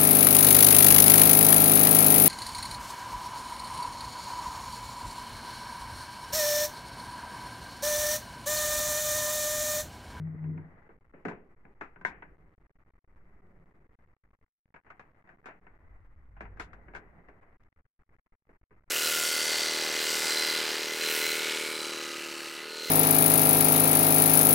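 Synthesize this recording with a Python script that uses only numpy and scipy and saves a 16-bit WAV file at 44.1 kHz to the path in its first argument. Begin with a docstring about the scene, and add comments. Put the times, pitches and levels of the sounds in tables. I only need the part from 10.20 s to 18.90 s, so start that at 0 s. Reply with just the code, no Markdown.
"""In a small, quiet room a model railway wagon is pulled along a wooden shelf, which drones under its
wheels. The wagon is lifted off with a clatter. In the lull, the hand-held microphone's noise gate (a mute
for faint sound) flutters: the hand's tremor pushes it open, and it shuts whenever the hand is steady.
From 4.5 s the wagon is fitted onto a track, wheels and frame clicking and scraping on the rails. Then
the gate flutters again around two last clicks. The microphone makes everything dull above 2.5 kHz."""
import sys
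import numpy as np
from scipy import signal
from scipy.fft import rfft, irfft, next_fast_len
from scipy.io import wavfile
from scipy.ndimage import uniform_filter1d, minimum_filter1d

SR = 44100
rng = np.random.default_rng(int(sys.argv[2]) if len(sys.argv) > 2 else 0)


def inscribe(sig):
    """Save sig as 16-bit PCM at rate SR to the path in sys.argv[1].

    A 1-D sig is mono; a 2-D sig holds one channel per row.
    Samples are clipped to [-1, 1] before scaling.
    """
    pcm = np.round(np.clip(np.atleast_2d(sig).T, -1, 1) * 32767)
    wavfile.write(sys.argv[1], SR, pcm.astype(np.int16))


N = 383669
TIME = np.arange(N) / SR


def amp(db):
    """Turns decibels into a factor to multiply a sound by."""
    return 10 ** (np.asarray(db) / 20)


def rms(x):
    """The average strength of a signal (root mean square)."""
    return np.sqrt(np.mean(x ** 2) + 1e-24)


def read_curve(points, hz):
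    """Reads between the rows of a (pitch_hz, value) table, with octaves evenly spaced."""
    pitches, values = np.transpose(points)
    return np.interp(np.log(hz + 1), np.log(pitches + 1), values)


def level_curve(rows, column):
    """A smooth volume curve from a table of times and decibels, silent after the last row."""
    rows = np.asarray(rows)
    gain = amp(np.interp(TIME, rows[:, 0], rows[:, column]))
    return uniform_filter1d((TIME <= rows[-1, 0]) * gain, size=400)


def stroke(start, length, attack, release):
    """Rises from 0 to 1, holds, and falls back once its length is over (all in seconds)."""
    return np.clip((TIME - start) / attack, 0, 1) * np.clip(1 - (TIME - start - length) / release, 0, 1)


def add(mix, start_s, sound):
    """Adds a stereo sound to the mix at the given time."""
    part = mix[:, max(round(start_s * SR), 0):][:, :sound.shape[1]]
    part += sound[:, :part.shape[1]]


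def microphone_pair(spectra, hz, balance):
    """Turns two unrelated spectra into left and right: alike in the bass, different in the treble."""
    # how alike the two microphone openings sound: pitch_hz, likeness (-1 to 1)
    likeness = [(50, .94), (300, .9), (600, .7), (1000, .25), (1900, -.15), (3000, 0), (12000, 0)]
    same = read_curve(likeness, hz)
    lean_left = amp(read_curve(balance, hz) / 2)
    right = same * spectra[0] + np.sqrt(1 - same ** 2) * spectra[1]
    return np.array([spectra[0] * lean_left, right / lean_left])


def room_noise(gain):
    """Stereo noise of strength 1, with its tone shaped by gain(hz)."""
    # how the room's sound leans to one side: pitch_hz, left_minus_right_db
    room_balance = [(60, 0), (92, 1.5), (140, 0), (220, -6.2), (330, -0.8), (500, -5), (770, 1.5),
                    (1180, 3), (1810, 4.5), (2770, 0.4)]
    size = next_fast_len(N, real=True)
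    hz = np.fft.rfftfreq(size, 1 / SR)
    spectra = rng.standard_normal((2, len(hz))) + 1j * rng.standard_normal((2, len(hz)))
    sound = irfft(microphone_pair(spectra, hz, room_balance) * gain(hz), size)[:, :N]
    return sound / rms(sound)


def coloured_noise(colour):
    """Room noise whose tone follows a (pitch_hz, level_db) table."""
    return room_noise(lambda hz: amp(read_curve(colour, hz)))


def wander(rate):
    """A smooth random wobble of strength 1 that takes about `rate` new values a second."""
    spectrum = rfft(rng.standard_normal(N // 64))
    hz = np.arange(len(spectrum)) * SR / N
    wobble = irfft(spectrum / (1 + (2 * hz / rate) ** 10))
    return np.interp(TIME, np.linspace(0, N / SR, len(wobble)), wobble / rms(wobble))


def shelf_drone(drone_hz=157.4, waver_hz=1.9, others_db=9, pan_db=1.5):
    """Rolling wheels keep the board droning at its resonances, the pitches it naturally rings at."""
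    # how strongly the wheels shake the shelf: time_s, drone_level_db, others_level_db
    rolling = [(0.0, -39, -54), (0.04, -34, -57.5), (0.132, -40, -60), (0.152, -46, -48.5),
               (0.172, -43, -62.5), (0.276, -32.5, -51), (0.414, -42.5, -51), (0.468, -51.5, -65),
               (0.56, -78, -69)]
    # the shelf's other resonances: pitch_hz, half_width_hz, level_db
    resonances = [(94.7, 1.6, 12), (171, 17, 2.5), (261, 12.3, -4.5), (336, 21, -9.5), (445, 25, -16)]
    pitch = drone_hz + waver_hz * wander(rate=40)
    drone = np.sqrt(2) * np.sin(2 * np.pi * np.cumsum(pitch) / SR) * level_curve(rolling, column=1)
    others = room_noise(lambda hz: sum(amp(db) / (1 + ((hz - centre) / width) ** 2) ** 1.1
                                       for centre, width, db in resonances))
    others *= amp(others_db) * level_curve(rolling, column=2)
    return drone * amp([[pan_db], [-pan_db]]) + others


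def rubbing(gain_db=2, catch_db=1.6, attack_s=0.019, release_s=0.028):
    """Wagon and fingers rub along; the dry surfaces catch and slip unevenly."""
    # one rubbing stroke a row: start_s, length_s, level_db
    rubs = [(0.0, 0.72, -63.5), (4.633, 0.55, -70), (5.41, 0.38, -70), (6.293, 0.694, -65.5),
            (6.971, 0.37, -68)]
    # tone of the rubbing: pitch_hz, level_db
    rub_colour = [(50, -5), (150, 6.5), (400, -1.5), (650, 1.5), (1300, -4), (1700, -4.5), (2020, 0),
                  (2400, -16), (3300, -33), (8000, -59), (15000, -49.5)]
    pressure = sum(amp(db) * stroke(start, length, attack_s, release_s) for start, length, db in rubs)
    catching = amp(gain_db + catch_db * wander(rate=70))
    return pressure * catching * coloured_noise(rub_colour)


def holding_hand(tremor_hz=5.8, drift_hz=3, grip_db=-2, swell_drop_db=7, rest_db=-13.5, settle_s=0.01):
    """The hand trembles too slowly to hear, rumbles, and shifts softly on the microphone's case."""
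    # how much the hand moves: time_s, tremor_db, rumble_db
    movement = [(0.0, -64, -62), (0.75, -62, -68), (1.5, -57.5, -69), (2.1, -60, -61.5), (2.4, -63.5, -66),
                (2.8, -62, -69), (3.0, -55, -62.5), (3.55, -61, -70), (3.75, -62.5, -67), (4.2, -61.5, -72),
                (4.5, -66.5, -68), (5.25, -65, -76), (5.7, -55, -54.5), (5.9, -55, -58), (6.27, -62.5, -49),
                (7.3, -61.5, -68.5), (7.85, -63, -71), (8.7, -61.5, -67.5)]
    # tone of the rumble: pitch_hz, level_db
    rumble_colour = [(8, -1), (25, -9), (42, 6.5), (75, 0.5), (110, -4), (160, -22.5), (400, -49),
                     (1500, -80.5)]
    # skin shifting on the case, one swell a row: middle_s, length_s, level_db
    grip_shifts = [(0.734, 0.17, -68), (1.352, .4, -69.5), (2.091, 0.66, -61), (3.376, 0.79, -62),
                   (5.279, 0.46, -65), (6.731, 0.84, -62)]
    # tone of the shifting skin: pitch_hz, level_db
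    grip_colour = [(50, -16), (110, -5), (170, 4), (260, -10), (380, -2), (520, -11.5), (750, -12.5),
                   (2000, -54)]
    # moments when the hand holds steady: start_s, length_s
    rests = [(2.353, 0.023), (2.519, 0.0333), (2.798, 0.044), (3.761, 0.025), (3.943, 0.088), (4.26, 0.19),
             (4.599, 0.059), (7.668, .115), (8.004, .12), (8.169, 0.098), (8.444, 0.055)]
    cycles = np.cumsum(tremor_hz + drift_hz * wander(rate=16)) / SR
    tremor = np.sqrt(2) * np.sin(2 * np.pi * cycles) * level_curve(movement, column=1)
    rumble = level_curve(movement, column=2) * coloured_noise(rumble_colour)
    swells = sum(amp(db - swell_drop_db * (2 * (TIME - middle) / length) ** 2)
                 for middle, length, db in grip_shifts)
    grip = amp(grip_db) * swells * coloured_noise(grip_colour)
    steady = sum(stroke(start - settle_s, length, settle_s, settle_s) for start, length in rests)
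    return (tremor + rumble + grip) * amp(rest_db * steady)


def room_hiss(hiss_db=-69.0, flutter_db=1.5):
    """The still room hisses faintly, its level flickering a little."""
    # tone of the hiss: pitch_hz, level_db
    hiss_colour = [(20, -3), (150, -6), (300, -6.5), (600, -12.5), (1200, -7.5), (1650, -12.5),
                   (2020, -8.5), (2500, -22.5), (3400, -40.5), (8000, -43), (15500, -45.5)]
    return coloured_noise(hiss_colour) * amp(hiss_db + flutter_db * wander(rate=50))


def causal_filter(gain):
    """A filter with this gain that lets nothing sound before the blow (minimum phase)."""
    cepstrum = irfft(np.log(np.maximum(gain, 1e-5)))
    half = len(cepstrum) // 2
    cepstrum[1:half] *= 2
    cepstrum[half + 1:] = 0
    return np.exp(rfft(cepstrum))


def wagon_clicks(gain_db=-6.0, thud_boost_db=2, tick_boost_db=2, thud_below_hz=480, tick_above_hz=3200,
                 rise_s=0.0011, crack_db=3, crack_s=0.0023, ring_db=-18, focus_db=4, focus_octaves=0.26,
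                 thud_room_db=-9, thud_room_s=0.55, knock_room_db=-14, knock_room_s=0.37,
                 rattle_db=-5, rattle_s=0.04, tick_damping=1.1):
    """Each contact is a thud of the shelf, a ringing knock of the wagon and a tick of its loose parts."""
    # the wagon hits shelf or rail; thud and tick are relative to the knock's level:
    # start_s, level_db, thud_db, tick_db, pitch_hz, chatter_decay_ms
    contacts = [(0.241, -51, 1.5, -32.5, 900, 5), (0.377, -48.5, -3.5, -34, 1000, 6.7),
                (0.691, -54, 2, -47, 1020, 2.2), (0.937, -52, 3.5, -50, 594, 52.3),
                (1.052, -31.5, 1, -26.5, 730, 15.5), (1.083, -33, -7, -24, 710, 20),
                (1.112, -38, -5, -37, 960, 34), (1.452, -52.5, 0, -39, 795, 7.1),
                (1.611, -32, -11, -29.5, 1240, 28), (1.76, -47.5, -8.5, -52, 1330, 8.7),
                (1.813, -45, -7.5, -29, 1110, 2.4), (1.85, -19.5, -22, -29, 1840, 2.3),
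                (2.023, -39.5, -12.5, -45, 1700, 10.5), (4.542, -47.5, -9.5, -29, 815, 15),
                (4.561, -46.5, -24, -31.5, 1410, 14), (4.665, -53, -11, -37, 706, 54),
                (4.703, -42, -23, -28.5, 1240, 14), (4.795, -43, -13, -24.5, 1130, 22),
                (5.074, -54.5, -18, -30, 755, 7), (5.091, -47.5, -14, -32, 1560, 27),
                (5.242, -53.5, -18, -40, 1430, 15), (5.258, -40, -11, -19, 1440, 25),
                (5.286, -42, -13.5, -36, 680, 30.4), (5.468, -48, -12, -43, 714, 5),
                (6.166, -51, -18, -51, 710, 42), (6.207, -35.5, -10, -27.5, 730, 21),
                (6.254, -45, -18.5, -36, 705, 15), (6.372, -49.5, -8.5, -28, 1410, 36),
                (6.398, -31, -13.5, -16.5, 1320, 20), (6.403, -40.5, -10, -13.5, 1560, 11),
                (6.532, -44, -32, -24, 1450, 11), (6.683, -48.5, -4, -55, 1390, 5.5),
                (6.736, -46.5, -4, -31, 716, 20), (6.749, -34.5, -14, -22.5, 1670, 18),
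                (6.762, -38.5, -14, -19.5, 1440, 12), (7.086, -48.5, -4.5, -29, 700, 17),
                (7.229, -56.5, -9, -32, 1110, 8.4), (7.435, -70.5, -8.5, -6.5, 2010, 6.1),
                (8.291, -59.5, 3, -30, 770, 22), (8.508, -60, 1, -41, 1100, 42)]
    # the wagon ringing on the shelf: pitch_hz, level_db, ring_s (time to fade by 60 dB)
    body_modes = [(178, -11, .22), (263, -10, .2), (300, -8, .2), (427, -10, .14), (495, -10, .12),
                  (735, -10, .07), (940, 0, .13), (1016, 0, .13), (1390, -5, .08), (1495, -1, .1),
                  (1545, 0, .11), (1667, 0, .11), (1846, -4, .08), (1925, -5, .08), (2053, -3, .11),
                  (2203, -2, .11), (2680, -2, .05), (6100, 1, .04)]
    # tone of a click: pitch_hz, level_db
    click_colour = [(40, -33), (90, -15), (170, -4.5), (260, -8), (400, -1.5), (560, -5), (760, 2),
                    (1000, -2), (1600, 1), (2100, -1.5), (2600, -6.5), (3100, -19), (4400, -30.5),
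                    (7000, -34.5), (9000, -44), (12000, -50.5), (16000, -66)]
    # how the wagon's sound leans to one side: pitch_hz, left_minus_right_db
    wagon_balance = [(160, 1), (450, -1.5), (1000, 3), (1800, 6), (4000, 3.5), (8000, -1), (14000, 0)]
    size, onset_samples = 16384, round(0.012 * SR)
    t, hz = np.arange(size) / SR, np.fft.rfftfreq(size, 1 / SR)
    colour = amp(read_curve(click_colour, hz))
    low = 1 / (1 + (hz / thud_below_hz) ** 6)
    high = 1 - 1 / (1 + (hz / tick_above_hz) ** 8)
    bands = [causal_filter(colour * share) for share in (low, (1 - low) * (1 - high), high)]
    modes = np.array([amp(db - 60 * t / ring_s) * np.exp(2j * np.pi * mode_hz * t)
                      for mode_hz, db, ring_s in body_modes])
    thud_tail = amp(thud_room_db - 60 * t / thud_room_s)
    knock_tail = amp(knock_room_db - 60 * t / knock_room_s)
    crack = amp(crack_db) * np.exp(-t / crack_s)  # the first touch is the hardest
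    attack = 1 - np.exp(-t / rise_s)
    fade = np.minimum(1, 10 * (1 - t / t[-1])) ** 2
    mix = np.zeros((2, N))
    for start_s, level_db, thud_db, tick_db, pitch_hz, chatter_decay_ms in contacts:
        grain = rng.standard_normal((2, size))
        chatter = np.exp(-1000 * t / chatter_decay_ms)
        # light touches linger; hard blows stand further out of the room's echo
        linger = amp(0.087 * (-38 - level_db))
        # the harder the tick, the longer the loose parts rattle
        lasts_s = rattle_s * amp(0.3 * (level_db + tick_db + 50))
        rattle = amp(rattle_db) * np.exp(-(t / lasts_s) ** 2)
        # every point of contact rings the wagon differently and favours its own pitch
        phases = np.exp(2j * np.pi * rng.random((2, len(modes))))
        ring = amp(ring_db) * (phases @ modes).real
        focus = amp(focus_db * np.exp(-(np.log2((hz + 1) / pitch_hz) / focus_octaves) ** 2))
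        decays = (np.hypot(crack + chatter, linger * thud_tail),  # low thud
                  np.hypot(crack + chatter, linger * knock_tail),  # middle knock
                  np.hypot(crack + chatter ** tick_damping, rattle))  # high tick
        band_levels = (thud_db + thud_boost_db, 0, tick_db + tick_boost_db)
        for band, decay, band_db in zip(bands, decays, band_levels):
            blow = attack * fade * (grain * decay + ring)
            part = fade * irfft(microphone_pair(rfft(blow), hz, wagon_balance) * band * focus)
            gain = amp(gain_db + level_db + band_db) / rms(part[:, :onset_samples])
            add(mix, start_s - rise_s, part * gain)
    return mix


def scene():
    """Everything that reaches the microphone."""
    return shelf_drone() + rubbing() + holding_hand() + room_hiss() + wagon_clicks()


def record(dry, threshold_db=-55.5, knee_db=2.5, shut_db=-34, self_noise_db=-106.5, cutoff_hz=15800):
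    """A fast gate shuts when the sound is faint; the electronics add hiss and cut the highest treble."""
    # the highest peak of the last 3 ms
    peaks = -minimum_filter1d(-abs(dry).max(axis=0), size=133, origin=66)
    shut = np.clip((threshold_db - 20 * np.log10(peaks + 1e-9)) / knee_db, 0, 1)
    gated = dry * amp(shut_db * uniform_filter1d(shut, size=24))
    self_noise = amp(self_noise_db) * rng.standard_normal((2, N))
    treble_cut = signal.firwin(511, cutoff_hz, window=("kaiser", 9), fs=SR)
    return signal.oaconvolve(gated + self_noise, treble_cut[None], "same")


dry = scene()
out = record(dry)
inscribe(out)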